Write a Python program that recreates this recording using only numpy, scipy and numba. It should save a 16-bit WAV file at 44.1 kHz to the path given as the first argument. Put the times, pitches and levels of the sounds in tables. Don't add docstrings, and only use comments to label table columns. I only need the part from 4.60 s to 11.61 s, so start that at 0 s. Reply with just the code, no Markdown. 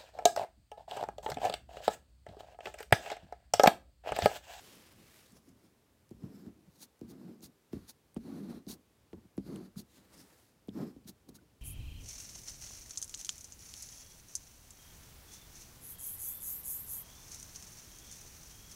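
import sys
import numpy as np
from scipy import signal
from scipy.fft import rfft, irfft, next_fast_len
from scipy.io import wavfile
from scipy.ndimage import uniform_filter1d
from numba import njit

SR = 44100
rng = np.random.default_rng(int(sys.argv[2]) if len(sys.argv) > 2 else 0)


def wrap_up_sound(samples):
    columns = np.atleast_2d(samples).T
    tamed = np.clip(columns, -1, 1)
    steps = np.round(tamed * 32767).astype(np.int16)
    wavfile.write(sys.argv[1], SR, steps)


def voltage_ratio(level):
    return 10 ** (np.asarray(level, float) / 20)


N = 309141


# mode_hz, level_db, t60_s
LID_MODES = [(122, -16, 0.02), (152, -6, 0.019), (202.3, -0.5, 0.13), (233, -1, 0.16), (271.2, 5, 0.059),
             (321.2, 3, 0.039), (366.4, -4.5, 0.031), (411, -22, 0.14), (600, -39, 0.093),
             (632, -6.5, 0.0079), (726, -23, 0.037), (1000, -17, 0.012), (1380, -51, 0.0092),
             (1860, -33, 0.0065)]


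def lid(force):
    out = sum(voltage_ratio(db) * ring(force, hz, t60_s) for hz, db, t60_s in LID_MODES)
    return signal.sosfilt(signal.butter(4, 140, "high", fs=SR, output="sos"), out)


# time_s, level_db
PRESSURE = [
    [(1.58, -58), (1.6, -59.5), (1.648, -46), (1.674, -51.5), (1.838, -54.5), (1.886, -49), (1.95, -71)],
    [(2.45, -46.5), (2.47, -57.5), (2.526, -50), (2.552, -54.5), (2.694, -47.5), (2.788, -62), (2.8, -50)],
    [(3.15, -47), (3.182, -47), (3.194, -56.5), (3.27, -65)],
    [(3.62, -54.5), (3.684, -43), (3.758, -43.5), (3.886, -45.5), (3.9, -41), (3.984, -48.5), (4.04, -64)],
    [(4.83, -59), (4.842, -56), (4.882, -42.5), (4.954, -41.5), (5.062, -51.5), (5.106, -61.5), (5.12, -67)],
    [(6.125, -56), (6.163, -40), (6.227, -34.5), (6.259, -42), (6.35, -58.5)],
]
# peak_s, rumble_db, rise_s, fall_s
NUDGES = [(.185, -60, .1, 0.054), (.4, -61.5, 0.11, 0.12), (.73, -61, .04, 0.19), (.89, -61.5, 0.032, 0.21),
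          (1.05, -61.5, 0.045, 0.071), (1.96, -65, 0.022, 0.33), (2.08, -69, 0.026, 0.037),
          (2.89, -63.5, 0.035, 0.039), (4.58, -54.5, 0.02, 0.056), (4.655, -56.5, 0.046, 0.029),
          (5.4, -67.5, 0.19, 0.18), (5.6, -59.5, 0.16, 0.16), (6.375, -62.5, 0.024, 0.19),
          (6.71, -54, 0.083, 0.044), (6.82, -63.5, 0.049, 0.12)]
WEIGHT_SHAPE = (1.66, 1.55)


def lid_rumble():
    bumps = grains(per_s=5600, spread_db=2.86)
    cushioned = signal.sosfilt(signal.butter(2, 420, fs=SR, output="sos"), bumps) + 4.44 * bumps
    rumble = rms_one(lid(cushioned))
    swell = np.sqrt(uniform_filter1d(rumble ** 2, size=1300) + 0.24)
    evened = rumble / swell ** 0.5
    fall_longer = 2.52
    skidding = [(s, lid_db, rise_s, fall_s * fall_longer) for s, _, rise_s, fall_s, lid_db in SKIDS]
    weight = swells(NUDGES + skidding, WEIGHT_SHAPE)
    return evened * (gains(PRESSURE, column=1) + weight)


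# landing_s, peak_db, contact_ms, after_shocks_db
TAPS = [(0.872, -55.5, 0.87, -23), (1.51, -39.5, 1.08, -25), (1.631, -34, 7.4, -38),
        (1.864, -39.5, 1.1, -24), (2.068, -54, 5.5, -19), (2.413, -35, 1.3, -27), (2.83, -45, 0.66, -43),
        (3.131, -27.5, 1.05, -25), (3.163, -34, 3, -33), (3.564, -27.5, 0.7, -28.5),
        (3.899, -46, 0.45, -41), (4.066, -36.5, 1.1, -9), (4.53, -37, 0.55, -18), (4.778, -26, 1.07, -31),
        (5.158, -35.5, 3.5, -16), (6.083, -32.5, 1.16, -28.5), (6.362, -44.5, 1.4, -34),
        (6.45, -44.5, 5.1, -26.5), (6.69, -45, 0.64, -27)]


def taps():
    out, t = np.zeros(N), np.arange(SR // 5) / SR
    noises = rng.standard_normal((len(TAPS), SR // 5))
    for (s, peak_db, contact_ms, shocks_db), noise in zip(TAPS, noises):
        width = max(int(contact_ms * SR / 1000), 4)
        blows = voltage_ratio(shocks_db) * noise * np.exp(-t / 0.012)
        blows[0] = 1
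        push = np.convolve(blows, np.hanning(width + 2))[:len(t)]
        thud = spread(lid(push), travel_ms=5.5)
        at = round((s - 0.002) * SR)
        out[at:at + len(thud)] += (voltage_ratio(peak_db) * thud / np.abs(thud).max())[:N - at]
    return out


def rocking():
    deep = signal.sosfilt(signal.butter(2, (50, 137), "band", fs=SR, output="sos"), rng.standard_normal(N))
    usual_tap_db, follows_tap = -36, 0.53
    lag_s, rise_s, fall_s, under_tap_db = 0.0089, 0.039, 0.16, -24
    lurch_rows = []
    for s, tap_db, *_ in TAPS:
        lurch_db = usual_tap_db + follows_tap * (tap_db - usual_tap_db) + under_tap_db
        lurch_rows.append((s + lag_s, lurch_db, rise_s, fall_s))
    lurches = swells(lurch_rows, WEIGHT_SHAPE)
    under_tip = voltage_ratio(-27) * gains(PRESSURE, column=1)
    under_hand = voltage_ratio(-21.5) * swells(NUDGES, WEIGHT_SHAPE)
    restless = voltage_ratio(-76 + 3 * drift(1.0))
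    return rms_one(deep) * (lurches + under_tip + under_hand + restless)


def crunch():
    under_tap_db, decay_s = -32, 0.0093
    band = signal.butter(1, (684, 5000), "band", fs=SR, output="sos")
    grit = signal.sosfilt(band, grains(per_s=3000, spread_db=4.0))
    hits = np.zeros(N)
    for s, tap_db, *_ in TAPS:
        hits[round(s * SR)] = voltage_ratio(tap_db + under_tap_db)
    return rms_one(grit) * signal.lfilter([1], [1, -np.exp(-1 / (decay_s * SR))], hits)


# start_s, end_s, hiss_db, ring_hz, ring_db (relative to hiss_db)
STROKES = [(1.607, 1.873, -71.5, 5100, -10), (2.437, 2.753, -73, 4930, -17),
           (3.135, 3.274, -65.5, 4400, -17.5), (3.608, 3.986, -70, 4130, -11.5),
           (4.827, 5.064, -70.5, 4570, -7), (6.135, 6.31, -70.5, 5000, -7)]
# frequency_hz, level_db (per Hz)
BARREL = [(710, -30), (1200, 1), (1520, 1), (1910, -3), (2890, -9), (4170, -4), (5840, -9.5), (8170, -12.5),
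          (10300, -11), (15200, -10.5), (16000, -29)]
# multiple (of ring_hz), width_hz, level_db
TIP = [(1, 480, 0), (1.42, 700, -7), (2.35, 1100, -5)]


def tip_hiss():
    scrape, t = grains(per_s=17000, spread_db=0.5), np.arange(N) / SR
    start, end, hiss_db, ring_hz, ring_db = np.transpose(STROKES)
    rise_s, fall_s = 0.015, 0.015
    now = np.clip(np.searchsorted(start - 3 * rise_s, t) - 1, 0, None)
    outside = np.maximum(start[now] - t, 0) / rise_s + np.maximum(t - end[now], 0) / fall_s
    usual_pressure_db, hiss_follows, ring_follows = -46, 0.6, 0.1
    swing_db = track(PRESSURE, column=1) - usual_pressure_db
    centre_hz = ring_hz[now] * (1 + 0.02 * drift(3.3))
    tip = sum(voltage_ratio(db) * resonance(scrape, multiple * centre_hz, width_hz) for multiple, width_hz, db in TIP)
    hiss = voltage_ratio(hiss_follows * swing_db) * coloured(scrape, BARREL)
    ringing = voltage_ratio(ring_db[now] + ring_follows * swing_db) * tip
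    flicker_db = 2 * drift(13.4)
    return (hiss + ringing) * voltage_ratio(flicker_db + hiss_db[now] - 10 * outside)


# start_s, peak_db, centre_hz, cycles (within one 60 dB decay)
TICKS = [(0.154, -47, 9500, 3.0), (.325, -49, 9000, 2), (.722, -51, 9000, 2.2), (0.8918, -54, 6000, 2.2),
         (1.4925, -51.5, 6760, 1.7), (1.5073, -52.5, 7000, 1.7), (2.393, -55, 6000, 0.83),
         (2.807, -53, 6000, 3), (2.823, -59, 6900, 2.6), (1.864, -59, 1500, 3.0), (3.1285, -47, 3500, 0.53),
         (3.898, -63, 900, 3.6), (5.159, -56, 1180, 4.7), (3.545, -47, 8860, 5.9), (3.5628, -53, 3180, 6.6),
         (3.5712, -66, 5950, 1.9), (4.0666, -52, 5000, 2.5), (4.531, -48, 2200, 1.7),
         (4.7705, -50, 10000, 2.6), (4.7766, -63, 3120, 2), (4.786, -66, 7000, 1.9),
         (4.9598, -45.5, 2750, 5.0), (4.96, -43, 8000, 2.5), (6.075, -46, 12900, 2.4),
         (6.082, -57, 4500, 1.3), (6.0917, -47, 3600, 6.4), (6.447, -60, 4970, 5.1),
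         (6.786, -61.5, 1480, 25)]


def ticks():
    out, t = np.zeros(N), np.arange(800) / SR
    for (s, peak_db, hz, cycles), noise in zip(TICKS, rng.standard_normal((len(TICKS), 800))):
        burst = noise * np.exp(-t / 0.0005)
        t60_s = cycles / hz
        ringing = ring(ring(burst, hz, t60_s), hz, t60_s)
        tick = np.diff(ringing, prepend=0)
        at = round(s * SR)
        out[at:at + 800] += voltage_ratio(peak_db) * tick / np.abs(tick).max()
    return out


# peak_s, hiss_db, rise_s, fall_s, lid_rumble_db
SKIDS = [(2.185, -71.5, 0.14, 0.046, -69), (2.23, -52.5, 0.049, 0.037, -63.5),
         (2.51, -62, 0.045, 0.022, -69), (2.843, -52, 0.032, .045, -57.5), (3.298, -53, 0.034, 0.031, -64),
         (4.103, -45.5, 0.035, 0.064, -49), (5.196, -52, 0.043, 0.037, -53),
         (6.49, -51.5, 0.031, 0.03, -53), (6.691, -62, 0.011, 0.014, -65), (6.761, -58, 0.027, 0.02, -60.5)]
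# frequency_hz, level_db (per Hz)
SKID_COLOUR = [(530, -5), (900, -0.5), (1250, -5), (1370, -4.5), (2190, -6.5), (2690, -7), (3380, -3),
               (3590, 1.5), (4360, 5), (5480, 1.5), (6720, 1.5), (7230, -2), (9770, 1.5), (14700, 0),
               (16000, -2)]
# centre_hz, width_hz, level_db
SHEET = [(3940, 40, -29), (4320, 1150, -19), (5850, 100, -20), (6590, 280, -17.5), (8400, 170, -27),
         (10000, 1400, -27.5)]


def skids():
    friction = grains(per_s=13000, spread_db=2.5)
    singing = sum(voltage_ratio(db) * resonance(friction, hz, width_hz) for hz, width_hz, db in SHEET)
    hiss = coloured(friction, SKID_COLOUR) + singing
    stutter = voltage_ratio(2.0 * drift(91))
    return rms_one(hiss) * stutter * swells([row[:4] for row in SKIDS], shape=(2.64, 2.35))


# time_s, level_db
RUSTLE = [
    [(0.0, -55), (0.03, -59.5), (0.33, -65), (0.354, -69.5), (0.392, -65), (0.616, -63.5), (0.742, -71.5),
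     (0.77, -64), (0.8, -79.5), (0.85, -79), (0.894, -71), (0.934, -88), (1.066, -76.5), (1.12, -96)],
    [(5.25, -88.5), (5.372, -64), (5.424, -71.5), (5.516, -68), (5.542, -60), (5.56, -63.5), (5.594, -60.5),
     (5.648, -65), (5.826, -70), (5.916, -78), (5.94, -94), (5.99, -94)],
]
# frequency_hz, level_db (per Hz)
RUSTLE_COLOUR = [(290, 5.5), (500, 5.5), (688, 0.5), (1930, -1.5), (2460, -5.5), (8090, -6.5), (9490, -6.5),
                 (15100, -8.5), (16000, -13)]
# time_s, brightness_db, rasp_hz, rasp_db
RUSTLE_TONE = [(0, 0.9, 3220, -10), (.3, -0.8, 2750, -10.5), (.6, 2.3, 2230, -12.5), (.75, -0.5, 5700, -8),
               (1.05, 2, 5000, -9), (5.31, 5, 3830, -6.5), (5.4, -2, 3800, -10), (5.48, -2, 4300, -21),
               (5.6, 0.5, 5370, -3.5), (5.72, -0.5, 4860, -38), (5.95, 5, 4600, -25)]


def rustle():
    fibres = grains(per_s=6000, spread_db=1.0) * voltage_ratio(0.99 * drift(35))
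    hiss = coloured(fibres, RUSTLE_COLOUR)
    dull = signal.sosfilt(signal.butter(2, 3500, fs=SR, output="sos"), hiss)
    bright = hiss - dull
    tilt = voltage_ratio(track([RUSTLE_TONE], column=1))
    rasp_hz = track([RUSTLE_TONE], column=2)
    overtone = voltage_ratio(-7) * resonance(fibres, 1.72 * rasp_hz, width_hz=1100)
    rasp = resonance(fibres, rasp_hz, width_hz=1160) + overtone
    rasp_gain = voltage_ratio(track([RUSTLE_TONE], column=3))
    return (dull / tilt + bright * tilt + rasp_gain * rasp) * gains(RUSTLE, column=1)


# frequency_hz, level_db (per Hz)
ROOM_COLOUR = [(12, -12), (20, -42), (81, -6.5), (187, -6.5), (234, -2.5), (472, -7.5), (718, -12.5),
               (873, -13.5), (1400, -17.5), (2020, -19), (3840, -21.5), (14700, -26.5), (16000, -26.5)]


def room():
    return voltage_ratio(-71 + 0.067 * drift(1.7)) * coloured(rng.standard_normal(N), ROOM_COLOUR)


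def grains(per_s, spread_db):
    sizes = voltage_ratio(spread_db * np.minimum(rng.exponential(1, N), 5)) * rng.choice([-1, 1], N)
    return rms_one(sizes * (rng.random(N) < per_s / SR)) + 1e-18


def ring(force, hz, t60_s):
    r, w = voltage_ratio(-60 / (t60_s * SR)), 2 * np.pi * hz / SR
    return signal.lfilter([0, np.sin(w)], [1, -2 * r * np.cos(w), r * r], force + 1e-18)


def spread(x, travel_ms):
    hz = np.arange(len(x) // 2 + 1) * SR / len(x)
    return irfft(rfft(x) * np.exp(-4j * np.pi * travel_ms / 1000 * np.sqrt(200 * hz)), len(x))


@njit
def sweep(x, r, cosine):
    y = np.zeros(len(x))
    for i in range(2, len(x)):
        y[i] = x[i] - x[i - 2] + 2 * r * cosine[i] * y[i - 1] - r * r * y[i - 2]
    return y


def resonance(x, hz, width_hz):
    return rms_one(sweep(x, np.exp(-np.pi * width_hz / SR), np.cos(2 * np.pi * hz / SR) * np.ones(N)))


def coloured(x, spectrum):
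    size = next_fast_len(N)
    hz = np.maximum(np.arange(size // 2 + 1) * SR / size, 1)
    table_hz, table_db = np.transpose(spectrum)
    db = np.interp(np.log(hz), np.log(table_hz), table_db)
    return rms_one(irfft(rfft(x, size) * voltage_ratio(db), size)[:N])


def swells(rows, shape):
    out, t = np.zeros(N), np.arange(N) / SR
    drop_db = 39
    for s, db, rise_s, fall_s in rows:
        near = slice(max(int((s - 3 * rise_s) * SR), 0), int((s + 3 * fall_s) * SR))
        dt = t[near] - s
        before, after = np.abs(dt / rise_s) ** shape[0], np.abs(dt / fall_s) ** shape[1]
        out[near] += voltage_ratio(db - drop_db * np.where(dt < 0, before, after))
    return out


def gains(tables, column, fade_s=0.078):
    out, t = np.zeros(N), np.arange(N) / SR
    for rows in tables:
        s, db = np.array(rows)[:, 0], np.array(rows)[:, column]
        edge = np.clip(np.minimum(t - s[0], s[-1] - t) / fade_s + 0.5, 0, 1)
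        out += edge * voltage_ratio(np.interp(t, s, db))
    return out


def track(tables, column):
    rows = np.concatenate(tables)
    return np.interp(np.arange(N) / SR, rows[:, 0], rows[:, column])


def drift(rate_hz):
    r = np.exp(-32 * np.pi * rate_hz / SR)
    noise = rng.standard_normal(N // 16 + 4002)
    slow = signal.lfilter([1], [1, -2 * r, r * r], noise)[4000:]
    return np.interp(np.arange(N) / 16, np.arange(len(slow)), rms_one(slow))


def rms_one(x):
    return x / np.sqrt(np.mean(x ** 2) + 1e-20)


def scene():
    box = lid_rumble() + taps() + rocking()
    paper = crunch() + tip_hiss() + ticks() + skids() + rustle()
    return (box + paper + room())[None]


def roll_off(x):
    return signal.sosfilt(signal.butter(12, 15900, fs=SR, output="sos"), x)


def record(dry):
    thinner = signal.sosfilt(signal.butter(4, 42, "high", fs=SR, output="sos"), dry)
    return roll_off(thinner)


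dry = scene()
out = record(dry)
wrap_up_sound(out)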